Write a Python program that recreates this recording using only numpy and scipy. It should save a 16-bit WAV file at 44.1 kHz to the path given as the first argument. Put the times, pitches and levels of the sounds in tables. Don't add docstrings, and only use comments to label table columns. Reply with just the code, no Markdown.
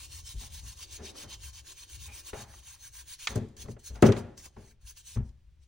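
import sys
import numpy as np
from scipy import signal
from scipy.fft import rfft, irfft, next_fast_len
from scipy.io import wavfile
from scipy.ndimage import uniform_filter1d, map_coordinates

SR = 44100
rng = np.random.default_rng(int(sys.argv[2]) if len(sys.argv) > 2 else 0)


def to_wav(sig):
    pcm = np.clip(np.atleast_2d(sig), -1, 1) * 32767
    pcm = np.round(pcm).astype(np.int16)
    wavfile.write(sys.argv[1], SR, pcm.T)


N = 250213

# bite t/s, run-up/s, time in contact/s, level at bite/dB, level at lift/dB, rasp/dB
STROKES = [(.002, .04, 0.052, -47.5, -46, 0), (.125, .05, 0.076, -46, -47, -1),
           (.267, 0.033, 0.058, -45, -44.5, -1.5), (.407, 0.058, 0.063, -45, -47, -0.5),
           (.542, 0.045, 0.055, -43, -47.5, -4.5), (.679, .075, 0.051, -45, -49, -3.5),
           (.771, 0.026, 0.062, -54, -41, -1.5), (.929, .055, 0.038, -44, -45, -2),
           (1.054, 0.038, 0.048, -46.5, -50, 5.5), (1.173, .028, 0.062, -47.5, -47, 2),
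           (1.301, .029, 0.043, -51, -47.5, 6), (1.441, 0.049, .055, -46, -50, -2.5),
           (1.535, 0.016, 0.061, -54.5, -49, 2), (1.67, 0.033, 0.053, -49.5, -47.5, -1.5),
           (1.777, 0.03, .061, -51, -50, 1), (1.898, .037, 0.06, -51.5, -46.5, -1.5),
           (2.02, 0.057, 0.052, -47.5, -47, -0.5), (2.146, 0.053, 0.058, -48, -48, -1),
           (2.274, .042, 0.023, -45, -45.5, -1), (2.342, 0.022, 0.081, -55, -47.5, 1),
           (2.498, 0.071, 0.097, -60, -57, 0), (2.681, .07, 0.07, -52, -57, 1.5),
           (2.836, .065, 0.041, -53.5, -51.5, .5), (2.942, .028, 0.07, -52, -48.5, -2.5),
           (3.087, 0.034, 0.054, -49, -47.5, -0.5), (3.196, 0.015, 0.057, -50.5, -45, 1),
           (3.298, 0.068, .02, -46.5, -47.5, -2), (3.356, .01, 0.018, -48, -59, 2),
           (3.568, .006, 0.056, -59, -44, -1.5), (3.717, .05, 0.013, -53.5, -61.5, -3.5),
           (3.795, .008, 0.04, -58.5, -69, -3.5), (3.845, .015, 0.034, -50.5, -39.5, -8),
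           (3.949, 0.044, 0.032, -58, -64, 0), (4.054, 0.031, 0.012, -43, -34, 0),
           (4.175, 0.026, 0.016, -47.5, -48, -4), (4.378, .007, 0.046, -46, -58, -6.5),
           (4.461, 0.051, 0.014, -43, -54.5, -4.5), (4.604, 0.11, 0.11, -63.5, -62, -1.5),
           (4.815, 0.014, 0.04, -70.5, -70, -1), (4.875, .022, 0.033, -51.5, -50.5, -2),
           (4.973, .02, .038, -52, -56.5, 0), (5.073, 0.032, 0.083, -46.5, -49.5, -4.5),
           (5.259, 0.087, 0.03, -68, -65, -7), (5.635, 0.035, 0.03, -66, -79, -2.5)]


def brush():
    # t/s, shank ring/dB, jaw ring/dB, treble/dB
    spots = [(0, -14.5, -25, -0.5), (.5, -14.5, -17, -2.5), (.95, -15, -13, -3.5), (1.4, -10, -8.5, 0),
             (1.9, -15, -16, -2), (2.4, -10, -7.5, 1.5), (2.8, -10.5, -9.5, 4.5), (3.2, -16.5, -5, 0),
             (3.6, -20, -14, -2), (4.1, -24, -15.5, -4), (4.6, -10, -11, -3.5), (4.949, -23.5, -14.5, 2.5),
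             (5.3, -21.5, -21, -9.5)]
    shank_modes = [(864, 170, -5), (1073, 100, 1.5)]
    jaw_modes = [(1632, 230, -3.5), (2230, 360, -3), (2297, 150, 1)]
    spot_s, *spot_db = np.transpose(spots)
    shank_gain, jaw_gain, treble = (amp(curve(spot_s, db)) for db in spot_db)
    bite, _, hold, bite_db, lift_db, rasp_db = np.transpose(STROKES)
    contact_s = np.maximum.accumulate(np.ravel([bite, bite + hold], "F"))
    contact_db = curve(contact_s, np.transpose([bite_db, lift_db]))
    rasp = amp(2 + curve(contact_s, np.transpose([rasp_db, rasp_db])))
    pressure = stroke_envelope()
    sizzle = treble * (pressure / amp(contact_db)) ** 0.26
    hiss = steel_hiss()
    coarse = filtered(hiss, lambda f: 1 / (1 + (f / 5000) ** 8))
    fine = filtered(hiss, lambda f: 1 - 1 / (1 + (f / 7700) ** 8))
    hiss = hiss + (rasp - 1) * coarse + (sizzle - 1) * fine
    ring = amp(-6) * shank_gain * wrench_ring(shank_modes)
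    ring += amp(-5.5) * jaw_gain * wrench_ring(jaw_modes)
    ring *= amp(-0.43 * (contact_db - np.median(bite_db)))
    return pressure * (amp(3) * hiss + ring)


def stroke_envelope():
    run_up_db, fall_db_per_s = 15.5, 557.5
    room_db, room_t60 = -14, 0.12
    t, power = np.arange(N) / SR, 0
    for bite, run_up, hold, bite_db, lift_db, _ in STROKES:
        early, late = np.maximum(bite - t, 0), np.maximum(t - bite - hold, 0)
        level = amp(np.interp(t, [bite, bite + hold], [bite_db, lift_db]) - run_up_db * early / run_up)
        release, tail = amp(-fall_db_per_s * late), amp(room_db - 60 * late / room_t60)
        power += level ** 2 * (release ** 2 + tail ** 2)
    return np.sqrt(power)


def tip_snaps():
    noise = rng.standard_normal((3, N))
    clumps = unit(uniform_filter1d(rng.standard_normal(N), size=12))
    return noise * amp(1.7 * clumps)


def steel_hiss():
    bristles = [(600, -26), (2000, -13.5), (2800, -5.5), (3400, -5.5), (5500, -4), (7800, -4), (10500, -2),
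                (11300, -4.5), (11800, -9.5), (13600, -8.5), (15200, -4), (16500, -1)]
    high_modes = [(2210, 24, -11), (2804, 67, -4), (3126, 45, 1.5), (3728, 180, -5.5), (4220, 150, -1.5),
                  (4540, 30, 0.5), (5150, 81, -7.5), (5800, 41, -8), (6140, 540, -0.5), (6140, 230, -8.5),
                  (6312, 100, 4), (6840, 300, -2), (8870, 110, -3.5), (9300, 230, -3.5), (10030, 91, 0),
                  (10830, 120, -4), (15650, 300, -7)]
    grip = [(0, -8), (.7, -5.5), (1.3, -4.5), (1.8, -4.5), (2.3, -4), (2.7, -2), (3.2, -4.5), (3.9, -3.5),
            (4.5, -6.5), (5.1, -7.5)]

    def peaks(f):
        return np.sqrt(sum(amp(db) ** 2 / (1 + (2 * (f - hz) / width) ** 4)
                           for hz, width, db in high_modes))

    steel = amp(curve(*np.transpose(grip)) - 2.5) * unit(filtered(tip_snaps(), peaks))
    hiss = unit(filtered(tip_snaps(), eq(bristles))) + steel
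    hiss = patchy(hiss, depth_db=2, bins=3, frames=9)
    return unit(patchy(hiss, depth_db=2, bins=4, frames=12, size=1024))


def wrench_ring(table):
    return unit(patchy(filtered(tip_snaps(), modes(table)), depth_db=4.5, bins=2, frames=7))


def knocks():
    # t/s, body level/dB, tilt/(dB per octave), thump/dB, clatter/dB, swell/s, t60/s
    hits = [(0.34, -58, -10.5, -31, -75, 0.0059, 0.18), (.41, -60, -6.5, -44, -62, 0.0059, 0.27),
            (.617, -64, -12, -46.5, -72, 0.013, 0.37), (.978, -44, 4, -62, -53, 0.037, .26),
            (1.225, -52.5, -3, -52, -57, 0.017, 0.25), (2.074, -61, -4, -46, -59, 0.013, 0.22),
            (2.33, -47.5, 9.5, -37, -43.5, 0.0028, 0.12), (2.356, -52.5, -6, -67, -51.5, 0.019, 0.46),
            (3.28, -46, -0.5, -37.5, -51, 0.026, 0.42), (3.353, -28.5, -3.5, -38.5, -46.5, 0.0076, 0.16),
            (3.405, -39, -2, -43, -67.5, 0.017, 0.22), (3.575, -59.5, -5, -42, -66, 0.019, 0.28),
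            (3.635, -51.5, -4, -35, -62.5, 0.014, 0.29), (3.681, -32, -3.5, -44, -58.5, 0.0089, 0.083),
            (3.765, -51, 3.5, -57.5, -55.5, 0.0027, 0.05), (3.895, -52.5, -2, -30, -65, 0.015, 0.21),
            (3.949, -56, -1.5, -53.5, -53.5, .01, 0.24), (4.024, -12, 3.5, -26.5, -22.5, 0.0032, 0.098),
            (4.052, -19.5, -2, -30, -34, .0056, 0.18), (4.085, -19, 3, -41, -33.5, 0.0053, 0.1),
            (4.121, -34, -3.5, -41, -38.5, 0.011, .13), (4.16, -35.5, 0, -39, -46, 0.013, 0.22),
            (4.21, -50, -0.5, -44, -57.5, 0.02, 0.57), (4.563, -53, -2, -54, -63, 0.0021, 0.33),
            (4.82, -78, -16, -41.5, -87, 0.017, 0.24), (5.154, -33, -10.5, -18, -51, 0.015, .17)]
    bench_modes = [(56.3, 42, 2), (100.2, 19, 2), (138.7, 20, -3), (161.7, 23, -3.5), (206.5, 32, 0),
                   (236.9, 20, 3), (297, 68, -7.5), (380.8, 97, -0.5), (433.6, 52, 1), (505, 140, -4.5),
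                   (550.4, 52, -5), (117.6, 11, 3.5), (601.7, 140, -2), (719, 120, -2.5), (826, 83, -3),
                   (939, 50, -8)]
    loose_things = [(500, -33.5), (1000, 0.5), (1500, -0.5), (2500, -8.5), (5000, -26.5), (10000, -32),
                    (16500, -40.5)]
    thump_hz, body_hz, pivot_hz, clatter_hz = 60, (115, 420), 230, 800
    out, t = np.zeros((3, N)), np.arange(round(.5 * SR)) / SR
    hz, _, mode_db = np.transpose(bench_modes)[:, None, :, None]
    for start, db, tilt_db, thump_db, clatter_db, swell, t60 in hits:
        body = [(f, db + tilt_db * np.log2(f / pivot_hz)) for f in body_hz]
        blow = eq([(thump_hz, thump_db), *body, (clatter_hz, clatter_db + 1.5)])
        attack = 1 - np.exp(-(t / (swell * (pivot_hz / hz) ** 0.26)) ** 2)
        scatter_db, phase = rng.standard_normal((2, 3, len(bench_modes), 1))
        decay = amp(mode_db + scatter_db - 60 * t / t60) * (1 - t / t[-1])
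        ring = blow(hz) * attack * decay * np.sin(2 * np.pi * hz * t + 3 * phase)
        shudder = filtered(burst(1.36 * swell, 1.81 * t60, .5), lambda f: blow(f) * modes(bench_modes)(f))
        clatter = filtered(burst(0.48 * swell, 1.38 * t60, .5), at_level(eq(loose_things), clatter_db))
        add(out, start, ring.sum(1) + amp(20.5) * shudder + clatter)
    return out


def clicks():
    contacts = [(1.151, -49, 1300), (2.332, -38, 980), (2.536, -47.5, 1200), (2.676, -59, 690),
                (2.761, -61, 1400), (3.271, -20, 1990), (3.357, -35.5, 9100), (3.375, -47, 8000),
                (3.485, -62, 8500), (3.566, -48, 6500), (3.657, -50.5, 1300), (3.683, -45, 590),
                (3.88, -51.5, 9000), (3.955, -49.5, 3300), (4.022, -25, 7100), (4.101, -47.5, 480),
                (4.12, -28.5, 2000), (4.164, -35.5, 1300), (4.399, -54.5, 2800), (4.46, -49.5, 270),
                (4.566, -46.5, 597), (4.873, -52.5, 4000), (4.97, -67.5, 1000), (5.171, -44.5, 614),
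                (5.29, -62.5, 4500)]
    tool_modes = [(940, 390, -2.5), (1450, 380, -1.5), (1830, 260, -7), (2800, 300, -2.5), (3260, 430, -7),
                  (4240, 410, 0.5), (4840, 400, -6.5), (6550, 960, 2)]
    out = np.zeros((3, N))
    for start, db, hz in contacts:
        snap = burst(rise=.0007, t60=0.04, length=.4)
        room = amp(-27.5) * burst(rise=0.0082, t60=0.86, length=.4)
        colour = lambda f: (0.39 + modes(tool_modes)(f)) * modes([(hz, 1.7 * hz, 0)])(f) ** 2
        add(out, start, filtered(snap + room, at_level(colour, db)))
    return out


def squeaks():
    drags = [(2.077, -50.5, 2440, 160, 0.42), (2.13, -60, 2270, 160, .2)]
    out = np.zeros((3, N))
    for start, db, hz, width, t60 in drags:
        friction = burst(rise=0.014, t60=t60, length=0.67)
        add(out, start, filtered(friction, at_level(modes([(hz, width, 0)]), db)))
    return out


def bench_hum():
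    shaking = [(0, -51, -71.5), (.22, -56, -72), (.45, -50.5, -80.5), (.77, -47.5, -71), (1.0, -49, -63),
               (1.18, -56.5, -59.5), (1.44, -54, -69), (1.77, -58, -72.5), (2.34, -54, -66.5),
               (2.55, -53.5, -71.5), (2.78, -63, -80), (3.2, -64.5, -80), (3.52, -59.5, -67),
               (3.7, -49.5, -67), (3.79, -64.5, -70), (3.96, -52.5, -67), (4.3, -58, -62), (4.5, -58, -79),
               (4.79, -65.5, -85), (5.0, -63, -81), (5.14, -55, -74), (5.4, -58.5, -83), (5.67, -62, -92)]
    hum_colour = [(15, -20.5), (30, -18), (50, -1.5), (68, 3), (90, -5), (130, -17.5), (200, -31),
                  (400, -51.5)]
    rub_modes = [(258.4, 100, -12.5), (350, 85, -1), (564, 27, -3.5), (734, 200, -14)]
    times, hum_db, rub_db = np.transpose(shaking)
    hum = filtered(rng.standard_normal((3, N)), eq(hum_colour))
    rub = filtered(rng.standard_normal((3, N)), modes(rub_modes))
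    rub = patchy(rub, depth_db=-0.5, bins=2, frames=15)
    hum_gain = amp(curve(times, hum_db) + 3.5 * wobble(rate=5))
    rub_gain = amp(curve(times, rub_db) + 2.8 * wobble(rate=8.9))
    return hum_gain * unit(hum) + rub_gain * unit(rub)


def room_tone():
    air = [(20, -11), (130, -17.5), (250, -42), (400, -48), (900, -47.5), (3000, -46), (6500, -53.5),
           (9000, -64.5), (16500, -68)]
    return amp(-64.5) * unit(filtered(rng.standard_normal((3, N)), eq(air)))


def ports(paths, bass_width_db):
    spread = [(60, -22.5), (250, -12), (500, 3), (900, -1.5), (2000, -11.5), (3500, -5), (4800, -3),
              (6200, -8), (7600, -5.5), (10300, -7), (11200, -19.5), (11500, -31), (13600, -41.5),
              (14200, -3.5), (16000, -11)]
    lead = [(900, 0), (2000, 0), (3450, -.1), (4800, -.6), (6200, .8), (7600, 1.8), (9000, 1.8),
            (10300, 2.5), (11300, np.pi), (13700, np.pi), (14500, 3.9), (16000, 4.3)]
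    balance = [(60, 2.5), (450, 2.5), (800, 1.5), (1100, -.8), (2500, -.5), (3200, 1), (5000, 1.5),
               (6000, .2), (11000, 0)]
    side = np.array([[-.5], [.5]])
    apart = lambda f: 1.02 * np.tanh(amp(along(spread, f) + bass_width_db / (1 + (f / 650) ** 4)) / 0.77)
    alike = lambda f: np.sqrt(np.abs(1 - apart(f) ** 2))
    shared = filtered(paths[[0, 0]], lambda f: alike(f) * np.exp(1j * side * along(lead, f)))
    own = filtered(paths[1:], apart)
    return filtered(shared + own, lambda f: amp(-side * along(balance, f)))


def amp(db):
    return 10 ** (np.asarray(db) / 20)


def unit(x):
    return x / np.sqrt(np.mean(x ** 2) + 1e-20)


def along(points, hz):
    f, values = np.transpose(points)
    return np.interp(np.log(hz + 1), np.log(f + 1), values)


def eq(points):
    return lambda f: amp(along(points, f))


def curve(times, values):
    return np.interp(np.arange(N) / SR, np.ravel(times), np.ravel(values))


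def wobble(rate):
    return map_coordinates(rng.standard_normal(int(N * rate / SR) + 4), [np.arange(N) * rate / SR])


def filtered(x, response):
    n = x.shape[-1]
    padded = next_fast_len(n + SR // 8)
    return irfft(rfft(x, padded) * response(np.fft.rfftfreq(padded, 1 / SR)), padded)[..., :n]


def modes(table):
    return lambda f: sum((-1) ** k * amp(db) * 1j * f * width / (hz * hz - f * f + 1j * f * width)
                         for k, (hz, width, db) in enumerate(table))


def at_level(response, db):
    return lambda f: response(f) * amp(db) / np.sqrt(np.mean(np.abs(response(f)) ** 2))


def patchy(x, depth_db, bins, frames, size=256):
    spectra = signal.stft(x, nperseg=size)[2]
    patches = uniform_filter1d(rng.standard_normal(spectra.shape[1:]), bins, 0)
    patches = uniform_filter1d(patches, frames, 1)
    return signal.istft(spectra * amp(depth_db * unit(patches)), nperseg=size)[1][:, :N]


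def burst(rise, t60, length):
    t = np.arange(round(length * SR)) / SR
    attack = 1 - np.exp(-(t / rise) ** 2)
    decay = amp(-60 * t / t60) * (1 - t / length)
    return attack * decay * rng.standard_normal((3, len(t)))


def add(out, start, x):
    part = out[:, round(start * SR):][:, :x.shape[1]]
    part += x[:, :part.shape[1]]


def scene():
    wide = brush() + clicks() + squeaks() + bench_hum() + room_tone()
    return ports(wide, bass_width_db=6) + ports(knocks(), bass_width_db=-10)


def record(dry):
    ceiling, top_hz = .93, 15850
    rounded = dry / (1 + np.abs(dry / ceiling) ** 6) ** (1 / 6)
    return filtered(rounded, lambda f: f < top_hz)


dry = scene()
out = record(dry)
to_wav(out)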